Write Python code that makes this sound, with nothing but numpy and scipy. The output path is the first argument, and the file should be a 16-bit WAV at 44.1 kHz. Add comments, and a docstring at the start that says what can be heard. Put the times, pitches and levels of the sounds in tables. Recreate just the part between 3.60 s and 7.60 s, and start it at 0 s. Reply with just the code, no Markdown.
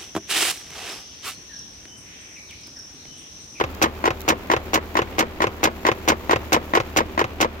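"""Beside a bale cutter, a stereo microphone close to its serrated blade. From the start a tractor engine
idles underneath and the teeth rasp through straw. At each reversal the slack in the drive is taken up
in a quick run of steel knocks that swings the whole frame: first the end of a slow, dull rattle into
the return stroke, then at 0.2 s a bright clash into the forward stroke. The two alternate to the end,
each coming round about every 0.45 s, and the rasp dips as the blade rests after each."""
import sys
import numpy as np
from scipy import signal
from scipy.fft import rfft, irfft
from scipy.io import wavfile
from scipy.ndimage import uniform_filter1d

SR = 44100
rng = np.random.default_rng(int(sys.argv[2]) if len(sys.argv) > 2 else 0)


def persist_wave(psi):
    """Save psi, clipped to +-1, as 16-bit WAV."""
    counts = np.round(np.clip(psi, -1, 1) * 32767).astype(np.int16)
    wavfile.write(sys.argv[1], SR, np.atleast_2d(counts).T)


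N = 176400
TIME, HZ = np.arange(N) / SR, np.fft.rfftfreq(N, 1 / SR)
KNOCK_N = 8192
KNOCK_TIME, KNOCK_HZ = np.arange(KNOCK_N) / SR, np.fft.rfftfreq(KNOCK_N, 1 / SR)


def amp(db):
    """Decibels to gain."""
    return 10 ** (np.asarray(db) / 20)


def unit(x):
    """Scales to rms 1."""
    return x / np.sqrt(np.mean(x ** 2) + 1e-20)


def read(points, hz):
    """Reads a table on a log-frequency axis."""
    f, value = np.transpose(points)
    return np.interp(np.log(hz + 1), np.log(f + 1), value)


def add(mix, start_s, sound):
    """Mixes a stereo sound in at start_s."""
    at = round(start_s * SR)
    sound = sound[:, max(-at, 0):]
    part = mix[:, max(at, 0):][:, :sound.shape[1]]
    part += sound[:, :part.shape[1]]


def causal(db):
    """Frequency response with this gain that rings only after the blow."""
    cepstrum = irfft(db * np.log(10) / 20)
    half = cepstrum.shape[-1] // 2
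    cepstrum[..., 1:half] *= 2
    cepstrum[..., half + 1:] = 0
    return np.exp(rfft(cepstrum))


def waver(rate_hz, depth):
    """Random drift with rms depth, mostly slower than rate_hz."""
    return depth * unit(irfft(rfft(rng.standard_normal(N)) * np.exp(-(HZ / rate_hz) ** 2), N))


# engine tones (multiple of crank speed, level [dB])
ENGINE_TONES = [(1, -50), (2, -41), (5, -50), (10, -48)]
# colour of the roar (frequency [Hz], relative level [dB])
ROAR_COLOUR = [(22, -5), (42, -2), (90, 3), (140, -8), (260, 0.5), (600, -5.5), (1100, -8), (1600, -13),
               (2400, -13), (4000, -22), (9500, -42), (16000, -49)]
# the roar across the microphone (frequency [Hz], left-right likeness [0-1])
ROAR_LIKENESS = [(60, 0.79), (180, 0.83), (550, 0.79), (1650, 0.1), (5000, 0.047)]
def engine(firing_hz=76.6, roar_db=-36.5, throb_depth=0.23, right_delay_s=0.00011):
    """The idling tractor: low crank and firing tones under a roar that throbs with each firing."""
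    turns = firing_hz * TIME / 2
    tones = 0
    for order, db in ENGINE_TONES:
        gain = np.sqrt(2) * amp(db) * (1 + waver(rate_hz=7.7, depth=0.084))
        phase = 2 * np.pi * (order * turns + rng.random()) + order * waver(rate_hz=5.4, depth=0.075)
        tones += gain * np.sin(phase)
    throb = 1 + throb_depth * np.cos(2 * np.pi * firing_hz * TIME)
    left, other = rfft(rng.standard_normal((2, N)) * throb * amp(waver(rate_hz=29, depth=0.98)))
    same = read(ROAR_LIKENESS, HZ)
    right = (same * left + np.sqrt(1 - same ** 2) * other) * np.exp(-2j * np.pi * HZ * right_delay_s)
    roar = irfft(np.array([left, right]) * amp(read(ROAR_COLOUR, HZ)), N)
    return tones + amp(roar_db) * unit(roar)


# colour of the teeth in straw, close up (frequency [Hz], relative level [dB])
RASP_COLOUR = [(300, -32), (2000, 0.5), (7000, 4), (9200, -12.5), (12000, 4.5)]
# rise and fall of the rasp (time [s], level [dB])
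RASP_LEVEL = [(.2, 1), (.7, 0.5), (1.3, 1), (1.8, -2), (2.4, 3), (3.2, 2), (3.9, -4.5)]
# thicker stalks cracking (time [s])
THICK_STALKS = [0.15, 0.607, 0.617, 1.345]
def straw(snaps_per_s=2000, spread_db=3, base_db=-49.5, stall_db=-8, crack_db=15):
    """Countless stalks snap on the teeth; thick ones stand out, and the blade rests after reversing."""
    snaps = (rng.random((2, N)) < snaps_per_s / SR) * rng.choice([-1, 1], (2, N))
    snaps = snaps * amp(spread_db * np.minimum(rng.exponential(1, (2, N)), 6))
    rasp = unit(irfft(rfft(snaps) * amp(read(RASP_COLOUR, HZ)), N))
    stalls = sum(np.exp(-((TIME - s - .06) / .045) ** 2) for s, _ in FORWARD_STROKES + RETURN_STROKES)
    cracks = sum(np.exp(-((TIME - s) / .002) ** 2) for s in THICK_STALKS)
    level_db = base_db + np.interp(TIME, *np.transpose(RASP_LEVEL)) + stall_db * stalls + crack_db * cracks
    return amp(level_db + waver(rate_hz=58, depth=0.79)) * rasp


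def ring(hz, db):
    """Spectrum of one damped mode of a struck part: it swells and dies, quicker the higher it is."""
    peak_s = 0.0015 * (hz / 1000) ** -0.45
    age = KNOCK_TIME / peak_s
    return rfft(amp(db) * age * np.exp(1 - age) * np.sin(2 * np.pi * hz * KNOCK_TIME))


# ringing of the steel (frequency [Hz], time to fall 60 dB [s])
STEEL_DECAY = [(200, 0.28), (2000, 0.083), (6000, 0.056), (14000, 0.0083)]
def scatter(rise_s=0.00029, crack_s=0.0051, crack_db=8.5, tail_db=-1, rigid_hz=203):
    """Left and right spectra of the dense ringing after a blow: a crack and a tail that dies by band."""
    t, hz = KNOCK_TIME, KNOCK_HZ
    noise = rfft(rng.standard_normal((3, KNOCK_N)))
    apart = 0.63 * hz ** 2 / (hz ** 2 + (2 * rigid_hz) ** 2)  # each side hears partly its own paths
    flex = hz ** 2 / (hz ** 2 + rigid_hz ** 2)  # below rigid_hz the frame moves as one piece
    noise = irfft((np.sqrt(1 - apart ** 2) * noise[0] + apart * noise[1:]) * flex)
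    crack = amp(crack_db) * unit((1 - np.exp(-t / rise_s)) * np.exp(-t / crack_s))
    centres_hz, decays_s = np.transpose(STEEL_DECAY)
    out = 0
    for weights, t60 in zip(np.eye(len(centres_hz)), decays_s):
        tail = amp(tail_db) * unit(np.exp(-np.log(1000) * t / t60))
        band = read(list(zip(centres_hz, weights)), hz)
        out += rfft(noise * np.hypot(crack, tail)) / np.sqrt(KNOCK_N) * band
    return out


# colour of a knock on the frame (frequency [Hz], level [dB])
STEEL_COLOUR = [(50, -54), (140, 2), (185, -16.5), (290, -3), (1050, 6.5), (2200, 0), (3200, -5.5),
                (4200, -10.5), (6700, -12.5), (8800, -29.5), (12000, -25.5)]
# resonances of the frame (frequency [Hz], width [Hz], lift [dB])
FRAME_MODES = [(226.3, 16.4, 8), (340.7, 44, 10), (513, 46, 4), (757, 36, 3.5), (1040, 68, 3.5),
               (2130, 90, 3.5), (2940, 54, 3), (3800, 56, 5)]
# balance of the knocks at the microphone (frequency [Hz], left minus right [dB])
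BALANCE = [(60, 3), (330, 2.5), (700, 3.5), (1350, 0), (1700, -2), (5300, -2.5), (8000, -1.5)]
def drive_knocks(strokes, contacts, harden_db_per_s=0, clatter_db=14.5, clank_hz=1930, tick_hz=7900):
    """Each contact in the drive has two rings, a clatter and a direction, coloured by the frame."""
    hz, out = KNOCK_HZ, np.zeros((2, N))
    frame = causal(sum(db / (1 + (2 * (hz - f) / width) ** 2) for f, width, db in FRAME_MODES))
    balance = amp(np.outer([.5, -.5], read(BALANCE, hz)))
    bend = 1 - .5 / (1 + (hz / 650) ** 2)  # long waves reach both sides more nearly together
    fresh = hz / np.hypot(hz, 2480)  # strokes differ mainly in the treble
    for delay, low_hz, low_db, high_hz, high_db, clank_db, tick_db in contacts:
        own_scatter = scatter()
        rings = ring(low_hz, low_db) + ring(high_hz, high_db)
        right_delay_s = 0.0004095 * (1 + 0.094 * rng.standard_normal()) * bend
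        direction = np.exp(-2j * np.pi * np.outer([0, 1], hz * right_delay_s))
        colour_db = clatter_db + read(STEEL_COLOUR, hz)
        colour_db += read([(clank_hz, clank_db), (tick_hz, tick_db)], hz)
        for start, db in strokes:
            clatter = 1 + np.sqrt(1 - fresh ** 2) * own_scatter + fresh * scatter()  # 1: the direct blow
            uneven_db = 10 * np.log10(uniform_filter1d(abs(clatter) ** 2, size=31) + 1e-9)
            clatter *= causal(colour_db - uneven_db)
            knock = irfft((rings + clatter) * frame * direction * balance)[:, :KNOCK_N * 3 // 4]
            late_s, force_db = rng.normal(0, [.00008, 0.36])
            harden_db = harden_db_per_s * (start - N / SR / 2) * (delay > .04)  # closing knocks only
            add(out, start + delay + late_s, amp(db + harden_db + force_db) * knock)
    return out


def heaves(strokes, delay_s, hz, db, swell_s=.011):
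    """A few slow swings of the whole frame at each reversal."""
    t, out = np.arange(SR // 2) / SR, np.zeros((2, N))
    swing = (t / swell_s * np.exp(1 - t / swell_s)) ** 2 * np.sin(2 * np.pi * hz * t)
    for start, stroke_db in strokes:
        add(out, start + delay_s, amp(db + stroke_db) * np.array([swing, swing]))
    return out


# reversals into the return stroke (time [s], level [dB])
RETURN_STROKES = [(-.026, -2), (0.4401, -1), (0.8995, 0), (1.3534, -1.5), (1.804, -1.5), (2.2507, 1),
                  (2.6945, 1), (3.1358, 1), (3.5768, -1.5)]
# knocks in a rattle (delay [s], low ring [Hz], level [dB], high ring [Hz], level [dB],
# clank [dB], tick [dB])
RATTLE_CONTACTS = [(0, 320, -21, 620, -21, -7.5, -18), (.0007, 1050, -11.5, 1890, -16, -3, -11.5),
                   (0.013, 840, -29, 1080, -16.5, -12, -5), (0.016, 352.6, -17, 1866, -15.5, 1.5, 2.5),
                   (0.0193, 807, -18.5, 1055, -10.5, -5.5, -13), (0.0267, 326, -31, 1163, -16, -4.5, -5.5),
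                   (0.0359, 1056, -16, 1470, -34, 0, -6), (0.0383, 441, -11, 2925, -22.5, 0, -16),
                   (0.0652, 552, -20.5, 2583, -22.5, -3.5, -6.5)]
def return_rattle():
    """The slack closes for the return stroke in a slower, duller run of knocks."""
    knocks = drive_knocks(RETURN_STROKES, RATTLE_CONTACTS)
    return knocks + heaves(RETURN_STROKES, delay_s=.059, hz=112, db=-26.5)


# reversals into the forward stroke (time [s], level [dB])
FORWARD_STROKES = [(0.2156, 0), (0.6788, -0.5), (1.1327, -1.5), (1.5827, -2), (2.0304, -1), (2.477, 0.5),
                   (2.9211, 0.5), (3.3622, -1), (3.803, -1.5)]
# knocks in a clash (delay [s], low ring [Hz], level [dB], high ring [Hz], level [dB],
# clank [dB], tick [dB])
CLASH_CONTACTS = [(.0005, 345, -20.5, 900, -29, 0, -3.5), (.0068, 318, -26, 1320, -22, -1.5, 7),
                  (.0093, 794, -12, 2714, -14, 0, 16), (0.0134, 337, -18.5, 540, -19, -2.5, 7),
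                  (0.0222, 293.5, -19, 1670, -24.5, 0, -6.5), (0.0249, 480, -24, 920, -36, 4, 3),
                  (.0422, 501, -18, 953, -13.5, -6.5, -10), (0.0491, 254, -26.5, 525, -18, -8.5, -30)]
def forward_clash():
    """The slack closes for the forward stroke in a bright run whose last knocks harden over the cut."""
    knocks = drive_knocks(FORWARD_STROKES, CLASH_CONTACTS, harden_db_per_s=1.25)
    return knocks + heaves(FORWARD_STROKES, delay_s=0.0186, hz=100, db=-33.5)


def scene():
    """The cutter close to the microphone, the tractor idling underneath."""
    return forward_clash() + return_rattle() + straw() + engine()


def record(dry, edge_hz=15950):
    """The loudest knocks are softly rounded off; treble above edge_hz is cut."""
    lowpass = signal.firwin(255, edge_hz, window=("kaiser", 9), fs=SR)
    return signal.oaconvolve(np.tanh(dry), lowpass[None], "same")


dry = scene()
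out = record(dry)
persist_wave(out)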